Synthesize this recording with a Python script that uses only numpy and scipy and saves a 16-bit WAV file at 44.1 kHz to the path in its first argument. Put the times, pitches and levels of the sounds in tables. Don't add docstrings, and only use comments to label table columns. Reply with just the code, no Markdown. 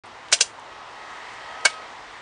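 import sys
import numpy as np
from scipy import signal
from scipy.fft import rfft, irfft
from scipy.io import wavfile
from scipy.ndimage import uniform_filter1d

SR = 44100
rng = np.random.default_rng(int(sys.argv[2]) if len(sys.argv) > 2 else 0)


def linear_from_db(decibels):
    return 10 ** (np.asarray(decibels, float) / 20)


def waveform_to_disk(signal):
    frames = np.transpose(np.atleast_2d(signal))
    scaled = np.clip(frames, -1, 1) * 32767
    samples = np.round(scaled).astype(np.int16)
    wavfile.write(sys.argv[1], SR, samples)


N = 97681

# t/s, metal level/dB, housing level/dB, metal colour centre f/Hz, rattle decay/ms
SNAPS = [(0.317, -33.5, -44, 5500, 8.2), (0.3257, -13, -24.5, 4860, 11.9),
         (0.4081, -13.5, -31.5, 6000, 9.4), (1.6506, -22, -29.5, 5500, 7.5),
         (1.6520, -14.5, -23, 5000, 5.3), (1.6570, -18, -15.5, 3700, 7.5), (1.672, -33.5, -31.5, 3500, 7.7)]


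def rattle(when_s, decay_ms):
    rise_ms, hold = 0.9, 1.14
    scrape_db, scrape_ms = -13, 2.04
    grain_db = 2.7
    t_ms = (np.arange(N) / SR - when_s) * 1000
    after_ms = np.maximum(t_ms, 0)
    env = (1 - np.exp(-after_ms / rise_ms)) * np.exp(-(after_ms / decay_ms) ** hold)
    env = env + linear_from_db(scrape_db) * np.exp(-np.abs(t_ms) / scrape_ms)
    grain = linear_from_db(grain_db * np.minimum(rng.exponential(size=N), 3))
    burst = env * rng.standard_normal(N) * grain
    return burst * np.sqrt(np.sum(env ** 2) / np.sum(burst ** 2))


def blow(when_s, decay_ms):
    impact_db = 7
    x = rattle(when_s, decay_ms)
    impact = (np.arange(N) == int(when_s * SR)) * np.sqrt(np.sum(x ** 2))
    return x + linear_from_db(impact_db) * impact


def colour(x, centre_hz, q):
    return signal.lfilter(*signal.iirpeak(centre_hz, q, SR), x)


def ring(x, modes):
    t = np.arange(4096) / SR
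    h = sum(linear_from_db(db - 60 * t / t60_s) * np.sin(2 * np.pi * hz * t) for hz, db, t60_s in modes)
    return signal.fftconvolve(x, h / np.sqrt(np.sum(h ** 2)))[:N]


def barrel():
    # f/Hz, relative level/dB, t60/s
    barrel_modes = [(2810, -4, .03), (2955, -7, .05), (3345, -2, .035), (3810, -6, .04), (4100, -4, .03),
                    (4670, -3, .03), (5150, 0, .03), (5740, -5, .03), (6070, -3, .03), (6390, -3, .035),
                    (6700, -3, .03), (7270, -7, .03), (7410, -6, .03), (7700, -6, .03), (8050, -7, .03)]
    # f/Hz, relative gain/dB
    crack_eq = [(300, -52.5), (1200, -7), (2500, 3.5), (4000, 2), (5500, 4), (7000, 4.5), (9000, 5),
                (11000, -3)]
    crack_db = 8.5
    hard = sum(linear_from_db(db) * colour(rattle(s, ms), hz, 1.135) for s, db, _, hz, ms in SNAPS)
    crack_gain = linear_from_db(crack_db + at(crack_eq, np.fft.rfftfreq(N, 1 / SR)))
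    crack = irfft(rfft(hard) * crack_gain, N)
    return ring(hard, barrel_modes) + crack


def housing():
    # f/Hz, relative level/dB, t60/s
    housing_modes = [(1110, -11, .04), (1330, -13, .04), (1490, -7, .04), (1568, 1, .045), (1720, -9, .04),
                     (1950, -13, .035), (2235, -1, .045), (2945, -9, .04)]
    soft = sum(linear_from_db(db) * blow(s, ms) for s, _, db, _, ms in SNAPS)
    return ring(soft, housing_modes)


def column():
    # t/s, level/dB, colour centre f/Hz, rattle decay/ms
    knocks = [(.3300, -25, 660, 3.4), (0.4096, -27, 448, 4.7), (1.6552, -26, 605, 10.6)]
    # f/Hz, relative level/dB, t60/s
    column_modes = [(320, -14, .04), (470, -4, .06), (590, -1, .05), (685, -4, .07), (770, -8, .05),
                    (980, -9, .04)]
    dull = sum(linear_from_db(db) * colour(blow(s, ms), hz, 2.3) for s, db, hz, ms in knocks)
    return ring(dull, column_modes)


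def lock():
    low_cut_hz = 324
    high_pass = signal.butter(3, low_cut_hz, "high", fs=SR, output="sos")
    return signal.sosfilt(high_pass, barrel() + housing() + column())


def ticks():
    # t/s, level/dB, colour centre f/Hz, rattle decay/ms
    touches = [(0.056, -45.5, 8800, 12), (0.284, -23.5, 3160, 3.1), (.389, -14.5, 3270, 1.3),
               (0.596, -39, 7440, 2.8), (1.285, -58, 7900, 3.6), (1.336, -42, 7800, 4.8),
               (1.609, -29, 4800, 2.7), (1.698, -24, 3620, 14), (1.728, -31, 3770, 17)]
    return sum(linear_from_db(db) * colour(rattle(s, ms), hz, 4.5) for s, db, hz, ms in touches)


def cabin(x):
    # f/Hz, t60/s
    cabin_decay = [(300, 0.16), (1000, 0.031), (2500, 0.21), (5000, 0.16), (9000, 0.21)]
    tail_db, onset_s = -18, 0.012
    t = np.arange(16384) / SR
    onset = np.minimum(t / onset_s, 1)
    h = bands(len(t), 140, lambda hz: linear_from_db(-60 * t / at(cabin_decay, hz)) * onset)
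    return x + linear_from_db(tail_db) * signal.fftconvolve(x, h / np.sqrt(np.sum(h ** 2)))[:N]


def road_hiss():
    # t/s, level/dB, brightness/(dB per octave)
    vehicle_pass = [(0, -43.5, -0.5), (.3, -42.5, 0), (0.599, -41.5, -0.8), (.85, -41.5, -0.36),
                    (1.101, -40, 0), (1.301, -40, 0.66), (1.549, -39, 0.02), (1.801, -39.5, -0.38),
                    (2., -41.5, 0.27), (2.21, -41.5, 0.14)]
    # f/Hz, relative density/(dB per Hz)
    road_spectrum = [(180, -43.5), (300, -48), (387, -5), (561, -8), (878, 1.5), (1310, -4.5), (1520, -7),
                     (1850, -3.5), (2390, -11), (3260, -12.5), (5840, -22.5), (9130, -29.5), (10600, -47.5),
                     (13800, -64), (22000, -120)]
    flicker_db, flicker_rate_hz = -0.91, 18
    pivot_hz, tread_hz, tread_gain = 900, 2000, 3.7
    t = np.arange(N) / SR
    s, db, tilt = np.array(vehicle_pass).T
    level_db, tilt = np.interp(t, s, db), np.interp(t, s, tilt)

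    def band_gain(hz):
        tread = tread_gain * np.exp(-(3 * np.log2(hz / tread_hz)) ** 2)
        bright_db = tilt * (np.log2(hz / pivot_hz) + tread)
        return linear_from_db(at(road_spectrum, hz) + flicker_db * walk(flicker_rate_hz) + bright_db)

    return linear_from_db(level_db) * unit(bands(N, 236.4, band_gain))


def tyre_whine():
    # t/s, pitch f/Hz, level/dB
    whine_track = [(.55, 639.5, -70), (.72, 638.8, -50), (.95, 637, -51), (1.15, 636.7, -48),
                   (1.32, 636.5, -54), (1.46, 636.2, -44), (1.78, 635.3, -43), (1.92, 635, -58),
                   (2.2, 635, -66)]
    # multiple of pitch, relative level/dB
    whine_orders = [(1, -12), (2, 0), (3, -6), (4, -9), (5, -11), (6, -15), (7, -16), (8, -22), (9, -21)]
    fade_db, fade_rate_hz = 2.2, 5.14
    t = np.arange(N) / SR
    s, hz, db = np.array(whine_track).T
    phase = 2 * np.pi * np.cumsum(np.interp(t, s, hz)) / SR
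    whine = 0
    for k, order_db in whine_orders:
        sine = np.sin(k * phase + 2 * np.pi * rng.random())
        whine = whine + linear_from_db(order_db + fade_db * walk(fade_rate_hz)) * sine
    return linear_from_db(np.interp(t, s, db)) * whine


def rumble():
    # f/Hz, relative density/(dB per Hz)
    rumble_spectrum = [(12, -46), (20, -26), (48, -2.5), (76, -14.5), (113, -0.5), (150, -13), (353, -2.5),
                       (400, -12.5), (520, -46), (880, -120)]
    rumble_db = -58
    noise = bands(N, 20, lambda hz: linear_from_db(at(rumble_spectrum, hz)) * (hz < 420))
    return linear_from_db(rumble_db) * unit(noise)


def unit(x):
    return x / np.sqrt(np.mean(x ** 2))


def at(table, hz):
    table = np.array(table, float)
    return np.interp(np.log(np.maximum(hz, 1)), np.log(table[:, 0]), table[:, 1])


def walk(rate_hz):
    k = int(SR / rate_hz)
    steps = np.repeat(rng.standard_normal(N // k + 1), k)
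    return unit(uniform_filter1d(uniform_filter1d(steps, k), k)[:N])


def bands(n, lo_hz, gain):
    f, out = np.fft.rfftfreq(n, 1 / SR), 0
    spec = rfft(rng.standard_normal(n))
    for hz in lo_hz * 2 ** (np.arange(33) / 3):
        if hz < SR / 2:
            share = np.clip(1 - 3 * np.abs(np.log2(np.maximum(f, 1) / hz)), 0, 1)
            out = out + irfft(spec * share, n) * gain(hz)
    return out


def scene():
    traffic = road_hiss() + tyre_whine() + rumble()
    return (cabin(lock() + ticks()) + traffic)[None]


def roll_off(x):
    return signal.sosfilt(signal.butter(12, 10750, fs=SR, output="sos"), x)


def record(dry):
    ceiling, stop_hz, start_s = 0.66, 11710, 0.0365
    x = dry / (1 + (dry / ceiling) ** 6) ** (1 / 6)
    x = signal.sosfilt(signal.cheby2(10, 60, stop_hz, fs=SR, output="sos"), x)
    x = x * (np.arange(N) > start_s * SR)
    return roll_off(x)


dry = scene()
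out = record(dry)
waveform_to_disk(out)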